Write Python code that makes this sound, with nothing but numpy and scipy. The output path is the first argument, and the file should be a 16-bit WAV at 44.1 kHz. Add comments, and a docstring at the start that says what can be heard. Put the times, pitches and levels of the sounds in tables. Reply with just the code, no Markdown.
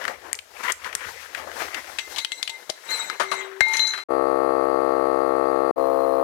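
"""Webbing and clothes rustle as a ratchet strap is pulled off a tire in a workshop, with dry snaps of a fold.
Low thumps sound on tire and floor, the steel buckle clanks and scrapes, and two hooks chink and ring:
struck modes, one brief and one long. After a moment of silence a piston inflator drones, a stack of crank
harmonics over rushing air and whine, heard from above and, after a short gap, from the side.
The left carries the direct sound with a little room; the weaker right, direct bass and diffuse room sound."""
import sys
import numpy as np
from scipy import signal
from scipy.fft import rfft, irfft, next_fast_len
from scipy.io import wavfile
from scipy.ndimage import uniform_filter1d

SR = 44100
rng = np.random.default_rng(int(sys.argv[2]) if len(sys.argv) > 2 else 0)


def bounce(signal):
    """Save signal as a 16-bit WAV file at the path given by the first command-line argument."""
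    frames = np.transpose(np.atleast_2d(signal))
    limited = np.clip(frames, -1, 1)
    pcm = np.round(limited * 32767).astype(np.int16)
    wavfile.write(sys.argv[1], SR, pcm)


N = 274743
TIME = np.arange(N) / SR   # [s]


def from_db(db):
    """Decibels to gain."""
    return 10 ** (np.asarray(db) / 20)


def rms_one(x):
    """Scale to rms 1."""
    return x / np.sqrt(np.mean(x ** 2) + 1e-20)


def during(span):
    """1 from the start of a span [s] to its end, else 0, with soft edges."""
    start, end = span
    return uniform_filter1d(1. * ((TIME >= start) & (TIME <= end)), size=128)


def at_hz(points, hz):
    """Read a spectrum on a log-frequency axis."""
    f, value = np.transpose(points)
    return np.interp(np.log(np.maximum(hz, 1)), np.log(f), value)


def colour(x, points):
    """Filter by a spectrum in dB."""
    size = next_fast_len(N + 8192)
    gain = from_db(at_hz(points, np.fft.rfftfreq(size, 1 / SR)))
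    return irfft(rfft(x, size) * gain, size)[:N]


def drift(rate):
    """Slow random wander of rms 1, through 'rate' random points per second."""
    knots = rng.standard_normal(4096)
    return rms_one(np.interp(TIME * rate, np.arange(len(knots)), knots))


def grains(per_s, spread_db):
    """Random clicks of uneven size and either sign, rms 1."""
    sizes = from_db(spread_db * np.minimum(rng.exponential(1, N), 4))
    signs = rng.choice([-1, 1], N)
    return rms_one(sizes * signs * (rng.random(N) < per_s / SR))


def ring(clicks, hz, t60):
    """A damped resonance: a unit click sets a sine of height 1 ringing."""
    r = from_db(-60 / (t60 * SR))   # decay per sample
    w = 2 * np.pi * hz / SR
    return signal.lfilter([0, np.sin(w)], [1, -2 * r * np.cos(w), r * r], clicks + 1e-18)


def lowpass(x, hz):
    """Soften the top, 12 dB per octave."""
    return signal.sosfilt(signal.butter(2, hz, fs=SR, output="sos"), x)


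def narrow_noise(hz, width_hz):
    """Noise in one resonance, rms 1."""
    edges = [max(hz - width_hz / 2, 10), hz + width_hz / 2]
    band = signal.butter(2, edges, "band", fs=SR, output="sos")
    return rms_one(signal.sosfilt(band, rng.standard_normal(N)))


def burst(hz, t60, width, order=1):
    """A contact: a dense rattle around one pitch that dies quickly, its envelope starting at rms 1."""
    fade = from_db(-60 * np.arange(SR // 3) / SR / t60)
    span = 1 + abs(width)
    edges = [hz / span, min(hz * span, SR / 2 - 2000)]
    band = signal.butter(order, edges, "band", fs=SR, output="sos")
    x = signal.sosfilt(band, rng.standard_normal(len(fade)) * fade)
    return x * np.sqrt(np.sum(fade ** 2) / np.sum(x ** 2))


def contacts(rows, width, order=1):
    """Lay out a run of bursts: (time [s], level [dB], centre [Hz], t60 [s])."""
    out = np.zeros(N)
    for s, db, hz, t60 in rows:
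        part = out[round(s * SR):][:SR // 3]
        part += (from_db(db) * burst(hz, t60, width, order))[:len(part)]
    return out


def swells(rows, drop_db):
    """Gain of strokes (peak s, rise s, fall s, dB): each builds and dies exponentially; powers add."""
    power = np.zeros(N)
    for s, rise, fall, db in rows:
        before = (s - TIME) / max(rise, .005)
        after = (TIME - s) / max(fall, .005)
        away = np.maximum(before, after)   # distance from the peak in rise or fall times
        near = away < 5
        power[near] += from_db(db - drop_db * away[near]) ** 2
    return np.sqrt(power)


def patchy(x, patchy_db, rate):
    """Each third of an octave swells and sinks on its own, as the contact patch changes."""
    centres = 250 * 2 ** (np.arange(14) / 3)
    size = next_fast_len(N)
    spectrum, hz = rfft(x, size), np.fft.rfftfreq(size, 1 / SR)
    out = np.zeros(N)
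    for pick in np.eye(len(centres)):
        band = irfft(spectrum * np.interp(hz, centres, pick), size)[:N]
        out += band * from_db(patchy_db * drift(rate))
    return rms_one(out)


STRAP_SPAN = (0, 4.037)   # the strap is handled: (from [s], to [s])
STROKE_DROP_DB, HISS_DROP_DB = 19.5, 13.5   # lost over one rise or fall time; the hiss lingers longer
RUB_REST_DB, RASP_REST_DB, HISS_REST_DB = -59.5, -62.5, -59   # slack webbing between strokes
# the tire booms softly under the strap until it is lifted off
BOOM_HZ, BOOM_DB, BOOM_FOLLOWS, LIFTED_S = 74, -66, .35, 2.21
# tugs and slides of the webbing; near 3.13 and 3.39 s the buckle scrapes and rattles on the floor:
# (peak time [s], rise [s], fall [s], dull rub [dB], rasp [dB], hiss [dB])
STROKES = [(.02, .1, 0.16, -38.5, -36.5, -46.5), (.097, 0.073, 0.053, -31, -35.5, -45.5),
           (.275, 0.12, 0.097, -40.5, -46, -51.5), (.61, 0.12, .06, -46, -43, -46),
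           (.645, .025, .06, -42, -28, -40.5), (.705, 0.079, .02, -33.5, -21.5, -37),
           (.868, .075, .055, -39.5, -31, -44), (.942, .035, .06, -42, -42, -51),
           (1.01, .07, 0.16, -49, -35.5, -50), (1.09, 0.1, 0.12, -44.5, -40.5, -42),
           (1.23, .11, .1, -52, -37.5, -44.5), (1.38, 0.083, 0.097, -37, -35, -43.5),
           (1.48, .09, 0.11, -37, -48, -52), (1.607, 0.1, .14, -32.5, -30, -37),
           (1.775, 0.08, .1, -40.5, -35, -44.5), (1.91, 0.2, 0.27, -45.5, -44.5, -45),
           (2.125, 0.081, 0.075, -39, -50, -39.5), (2.178, .025, 0.061, -40, -36, -47),
           (2.39, .1, .1, -51, -58, -51), (2.6, .16, .22, -51, -54, -51),
           (2.94, 0.15, 0.29, -39.5, -35.5, -42), (3.13, .09, 0.097, -39.5, -41, -58),
           (3.39, 0.18, 0.33, -42, -38, -58), (3.73, 0.095, 0.29, -44, -34.5, -42)]
# colour of the dull rub: (frequency [Hz], relative level [dB])
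RUB_COLOUR = [(40, -45), (75, -27), (130, -21), (230, -10.5), (330, -2), (520, 4.5), (680, 2.5), (850, 3),
              (1200, -3), (1800, -0.5), (4000, -64)]
# colour of the rasp, mostly of the weave: (frequency [Hz], relative level [dB])
RASP_COLOUR = [(500, -35), (1000, -3), (1400, -1), (2000, 1), (2500, -5.5), (3300, -13), (4500, -22.5),
               (8000, -35)]
# colour of the hiss, mostly of cloth: (frequency [Hz], relative level [dB])
HISS_COLOUR = [(100, -24), (600, -6), (2000, -3.5), (3500, -1), (5800, -0.5), (9000, -8), (11500, -6.5),
               (13500, -10), (16000, -18)]
# dry snaps of webbing and grit: (time [s], level [dB], centre [Hz], t60 [s])
SNAPS = [(.0415, -27, 1800, .02), (.052, -17, 1600, .015), (.080, -18, 1600, .025), (.330, -11, 7700, .007),
         (.3302, -21, 1900, .012), (.344, -32, 2200, .025), (.352, -30, 6000, .02), (.389, -27, 2600, .022),
         (.635, -27, 1700, .08), (.721, -17, 7200, .02), (.845, -26, 2300, .03), (.928, -28, 1900, .03),
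         (.951, -15, 7500, .016), (.9515, -24, 1800, .02), (1.348, -22, 1900, .035),
         (1.516, -29, 1800, .015), (1.745, -22, 2200, .035)]


def rubbing(flutter_db=2.0):
    """Threads catch and slip by the thousand, a fold snaps; late on, the buckle scrapes the floor likewise."""
    strokes = np.array(STROKES)

    def moves(column, drop_db, rest_db):
        rows = np.column_stack([strokes[:, :3], strokes[:, column]])
        return np.hypot(swells(rows, drop_db), from_db(rest_db))

    rub = moves(3, STROKE_DROP_DB, RUB_REST_DB)
    rasp = moves(4, STROKE_DROP_DB, RASP_REST_DB)
    hiss = moves(5, HISS_DROP_DB, HISS_REST_DB)
    grip = from_db(flutter_db * drift(130))
    out = rub * grip * patchy(colour(grains(6000, 1.2), RUB_COLOUR), patchy_db=3.5, rate=25)
    out += rasp * grip * patchy(colour(grains(4000, 2.6), RASP_COLOUR), patchy_db=3.0, rate=35)
    out += hiss * rms_one(colour(grains(25000, 1.8), HISS_COLOUR))
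    boom = from_db(BOOM_DB) * narrow_noise(BOOM_HZ, width_hz=30)
    out += boom * rms_one(rub) ** BOOM_FOLLOWS * during((0, LIFTED_S))
    return out + lowpass(contacts(SNAPS, width=0.16), 12500)


# soft low thumps, knocks on the tire and later the drop onto the floor:
# (time [s], level [dB], centre [Hz], t60 [s])
THUMPS = [(0.09, -49, 220, .2), (0.952, -52, 120, 0.057), (1.058, -51, 90, 0.35), (2.694, -44, 200, 0.04),
          (3.606, -29.5, 100, 0.019)]


def thumps():
    """Soft bodies and the floor answer knocks with short, low, broad noise bursts."""
    return lowpass(contacts(THUMPS, width=0.8, order=2), 10500)


# low ring of the buckle's handle: it starts with a clank and is damped as it lands
HANDLE_RING_HZ, HANDLE_DB, HANDLE_DAMPED_DB = 386, -42.5, -58.5
HANDLE_STRUCK_S, HANDLE_LANDS_S = 3.2, 3.61
# clanks of the buckle, which also jolt the first hook:
# (time [s], level [dB], centre [Hz], t60 [s], ring of the first hook [dB])
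CLANKS = [(1.986, -20, 2740, 0.063, -39.5), (2.161, -27.5, 3300, 0.072, -50),
          (2.184, -20, 3450, 0.064, -42), (2.248, -16, 3140, 0.023, -44.5),
          (2.319, -21, 3130, 0.022, -37.5), (2.428, -15, 3700, 0.019, -41),
          (2.476, -21.5, 2960, 0.031, -53.5), (2.495, -26.5, 3500, 0.05, -42),
          (2.694, -23, 600, 0.034, -70), (2.698, -19.5, 4400, 0.032, -49), (3.099, -19, 1380, 0.025, -46),
          (3.198, -18, 1210, 0.18, -42), (3.201, -24.5, 670, 0.13, -90), (3.315, -21, 1110, 0.17, -33.5),
          (3.607, -8, 1540, 0.023, -49), (3.608, -21, 670, 0.0089, -62), (3.664, -41, 2500, .03, -60),
          (3.683, -35.5, 7000, .04, -65), (3.740, -24, 2000, 0.1, -43), (3.769, -18.5, 5470, 0.023, -38),
          (3.794, -18, 2920, 0.0083, -61), (3.870, -30.5, 5000, .04, -61), (3.935, -26, 1600, 0.13, -60),
          (3.977, -31.5, 1390, 0.18, -46.5)]


def buckle():
    """Loose steel parts clank as short noise bursts, and the handle hums one low tone."""
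    handle = from_db(HANDLE_DB) * during((HANDLE_STRUCK_S, HANDLE_LANDS_S))
    handle += from_db(HANDLE_DAMPED_DB) * during((HANDLE_LANDS_S, STRAP_SPAN[1]))
    hum = handle * np.sqrt(2) * np.sin(2 * np.pi * HANDLE_RING_HZ * TIME)
    clanks = contacts([row[:4] for row in CLANKS], width=0.19)
    return lowpass(hum + clanks, 10500)


# first hook scraping along the buckle: (peak time [s], rise [s], fall [s], level [dB])
SCRAPES = [(2.18, .05, .08, -38), (2.38, .2, 0.36, -51), (2.918, .05, .07, -31), (2.97, .06, .14, -36),
           (3.36, .3, .08, -45)]
# modes of the first hook: (frequency [Hz], relative level [dB], t60 [s])
FIRST_HOOK = [(910, -10, .17), (2075, 2, .35), (2148, -1, .18), (3830, -4, .3), (4050, -2, .2),
              (4160, -9, .1), (5890, -10, .26), (6010, -11, .2), (6680, -9, .16), (7700, -6.5, .22),
              (9680, -13, .25), (10480, -19, .16), (12330, -19, .2)]


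def first_hook(uneven_db=4.5):
    """It is jolted by each clank and chatters as it drags, ringing briefly in the hand."""
    s, *_, ring_db = np.transpose(CLANKS)
    struck = np.round(s * SR).astype(int)
    drag = swells(SCRAPES, STROKE_DROP_DB)
    out = np.zeros(N)
    for hz, db, t60 in FIRST_HOOK:
        # offset the energy a long ring gathers, so that t60 does not change a mode's scraping level
        clicks = drag * grains(700, 3.5) * np.sqrt(4 * np.log(1000) / (t60 * SR))
        clicks[struck] += from_db(ring_db + rng.normal(0, uneven_db, len(s)))
        swing_db = 4.66 * drift(55)   # it swings, so each mode flutters
        out += from_db(db + swing_db) * ring(clicks, hz, t60)
    return out


SETTLES_S = 3.905   # the second hook leans on the strap, which takes some of its ring
# second hook landing and bouncing: (time [s], ring [dB], favoured frequency [Hz])
BOUNCES = [(3.607, -16, 2150), (3.666, -22.5, 826), (3.735, -17, 7260), (3.795, -14, 4470),
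           (3.871, -21, 6840)]
# modes of the second hook: (frequency [Hz], relative level [dB], t60 [s])
SECOND_HOOK = [(889, -5, .9), (2115, 0, 1.1), (3808, -7, .55), (4056, 0, .65), (5943, -15, .35),
               (6123, -9, .35), (6764, -15, .25), (8420, -24, .3), (9720, -18, .25), (12270, -19, .2)]


def second_hook(focus_db=15.5, muffle_db=2.5, buzz=0.31):
    """It falls free and rings long; the spot struck decides which modes speak."""
    s, ring_db, favoured_hz = np.transpose(BOUNCES)
    struck = np.round(s * SR).astype(int)
    out = np.zeros(N)
    for hz, db, t60 in SECOND_HOOK:
        clicks = np.zeros(N)
        octaves_off = np.abs(np.log2(hz / favoured_hz))
        clicks[struck] = from_db(ring_db - focus_db * octaves_off)
        rocking_db = drift(45)   # it rocks as it rings
        rattle = 1 + buzz * drift(260) * min(hz / 4000, 1.5)   # and buzzes on the floor, the high modes most
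        out += from_db(db + rocking_db) * rattle * ring(clicks, hz, t60)
    return out * from_db(-muffle_db * np.clip((TIME - SETTLES_S) / 0.046, 0, 1))


# the inflator, from above and from the side: (from [s], to [s]), level [dB], turns of the crank [Hz]
ABOVE_SPAN, ABOVE_DB, CRANK_ABOVE_HZ = (4.086, 5.712), -22.5, 67.44
SIDE_SPAN, SIDE_DB, CRANK_SIDE_HZ = (5.76, 6.24), -22, 67.3
FADE_IN_S, FADE_IN_DB = 0.022, 17


def running(span, db):
    """Gain of the pump: a quick fade in, then steady to an abrupt end."""
    to_go = np.clip(1 - (TIME - span[0]) / FADE_IN_S, 0, 1)
    return from_db(db - FADE_IN_DB * to_go) * during(span)


# hum heard from above and from the side: (multiple of the crank rate, relative level [dB])
HUM_ABOVE = [(1, -30), (2, -27), (3, -29), (4, -12), (5, -4), (6, -5), (7, 0), (8, -5), (9, -5), (10, -5),
             (11, -10), (12, -10), (13, -9), (14, -26), (15, -22), (16, -10), (17, -5), (18, -12), (19, -9),
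             (20, -14), (21, -25), (22, -30)]
HUM_SIDE = [(1, -32), (2, -32), (3, -38), (4, -13), (5, -9), (6, -11), (7, -1), (8, 0), (9, -11), (10, -1),
            (11, -15), (12, -11), (13, -13), (14, -14), (15, -20), (16, -10), (17, -10), (18, -13),
            (19, -17), (20, -25), (21, -29), (22, -36)]
# puffs and slaps of the valves in each turn: (time [share of a turn], relative strength)
PUFFS_ABOVE = [(.76, .45), (.865, .5), (.05, 1.0)]
PUFFS_SIDE = [(.03, .55), (.1, 1.0), (.4, .95)]
# buzz of the housing above the hum: (frequency [Hz], relative level [dB])
BUZZ = [(1500, -31), (1620, -22), (1720, -38), (1820, -18), (1950, -31), (2100, -25.5), (2350, -41),
        (2630, -37), (3000, -52), (3900, -50), (4180, -36), (4450, -46), (4660, -37), (4900, -54)]
# rushing air, with the narrow whining bands of the fan: (frequency [Hz], relative level [dB])
AIR = [(30, -26), (220, -18), (520, 0), (950, -1), (1250, 2), (1500, -7.5), (2000, -14.5), (3000, -22.5),
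       (4400, -24.5), (5200, -28), (8800, -30), (9250, -21), (9550, -27), (9950, -20.5), (10800, -32),
       (12400, -30), (13200, -26), (14200, -35), (16000, -41)]


def inflator(span, level_db, crank_hz, hum, puffs, buzz_db, air_db, uneven):
    """Valves puff in every turn and ring the housing, no two turns quite alike, over rushing air."""
    live = during(span) > 1e-6
    crank = (crank_hz * TIME + .0008 * drift(50))[live]   # turns, slightly unsteady
    hum_db = dict((round(k), db) for k, db in hum)
    tone, power = np.zeros(len(crank)), 0
    for k in range(1, 75):
        hz = k * crank_hz
        if k in hum_db:
            # the puffs and the two broad resonances of the housing set when each partial peaks
            timing = sum(size * np.exp(-2j * np.pi * k * at) for at, size in puffs)
            for body_hz, width_hz in [(500., 260.), (1150., 300.)]:
                resonance = 1 / (1 + 1j * (hz ** 2 - body_hz ** 2) / (hz * width_hz))
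                timing = timing * (resonance + 0.15)
            gain, phase = from_db(hum_db[k]), np.angle(timing)
        else:
            # the high buzz comes from many panels, out of step with each other
            gain, phase = from_db(at_hz(BUZZ, hz) + buzz_db), rng.uniform(0, 2 * np.pi)
        tone += gain * np.cos(2 * np.pi * k * crank + phase)
        power += gain ** 2 / 2
    tone *= (1 + uneven * drift(130)[live]) / np.sqrt(power)
    # the air gushes just after each puff
    gush = 1.0 + sum(size * np.exp(3 * (np.cos(2 * np.pi * (crank - at - .06)) - 1)) for at, size in puffs)
    air = rms_one(colour(rng.standard_normal(N), AIR))[live]
    out = np.zeros(N)
    out[live] = tone + from_db(air_db) * rms_one(gush) * air
    return out * running(span, level_db)


# whine of the motor and its fan, levels relative to the pump:
# (centre [Hz], width [Hz], level from above [dB], level from the side [dB])
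WHINE = [(4150, 90, -44, -40), (4640, 90, -41, -50), (9250, 160, -48, -62), (9950, 300, -47, -45),
         (13400, 500, -54, -40)]


def whine():
    """Narrow wavering bands; which ones carry depends on the side that faces the listener."""
    above, side = running(ABOVE_SPAN, ABOVE_DB), running(SIDE_SPAN, SIDE_DB)
    out = np.zeros(N)
    for hz, width_hz, above_db, side_db in WHINE:
        gain = above * from_db(above_db) + side * from_db(side_db)
        out += narrow_noise(hz, width_hz) * gain
    return out


ROOM_T60_S = 0.32


def workshop(x):
    """Diffuse reflections off floor, walls and clutter: a decaying noise tail, energy 1."""
    age = np.arange(SR // 2) / SR
    tail = rng.standard_normal(len(age)) * from_db(-60 * age / ROOM_T60_S) * (age > .003)
    return signal.fftconvolve(x, tail / np.sqrt(np.sum(tail ** 2)))[:N]


# share of direct sound that bends round to the right side: (frequency [Hz], level [dB])
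BENDING = [(30, -6), (180, -6), (700, -9), (1500, -39)]
# how far the right side is turned down: (frequency [Hz], cut [dB])
STRAP_BALANCE = [(60, 12), (150, 10), (380, 13), (950, 21), (2380, 16), (5980, 16.5), (15000, 13.5)]
PUMP_BALANCE = [(60, 7.8), (130, 11.5), (290, 14), (640, 30), (1410, 25.5), (3100, 12.3), (6820, 12.5),
                (15000, 13.4)]


def place(x, balance, wet_db):
    """Direct sound with a little room on the left; on the weak right, direct bass and diffuse treble."""
    diffuse = colour(workshop(x), [(150, -14), (600, -1), (1500, 0)])
    right = colour(colour(x, BENDING) + diffuse, [(hz, -db) for hz, db in balance])
    left = x + from_db(wet_db) * workshop(x)
    return np.array([left, right])


def scene():
    """The strap comes off, then the pump runs; each stretch ends abruptly, room and all."""
    handling = rubbing() + thumps() + buckle() + first_hook() + second_hook()
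    strap = place(handling, STRAP_BALANCE, wet_db=-21) * during(STRAP_SPAN)
    above = inflator(ABOVE_SPAN, ABOVE_DB, CRANK_ABOVE_HZ, HUM_ABOVE, PUFFS_ABOVE,
                     buzz_db=-2.5, air_db=-19, uneven=0.027)
    side = inflator(SIDE_SPAN, SIDE_DB, CRANK_SIDE_HZ, HUM_SIDE, PUFFS_SIDE,
                    buzz_db=-10, air_db=-18.5, uneven=0.018)
    pump = place(above + side + whine(), PUMP_BALANCE, wet_db=-28)
    pump = pump * (during(ABOVE_SPAN) + during(SIDE_SPAN))
    return from_db(5.0) * (strap + pump)


def record(dry):
    """Peaks clip at full scale, then a steep filter cuts the top, 70 dB down from 17 kHz."""
    top_cut = signal.cheby2(16, 70, 17000, fs=SR, output="sos")
    return signal.sosfilt(top_cut, np.clip(dry, -1, 1))


dry = scene()
out = record(dry)
bounce(out)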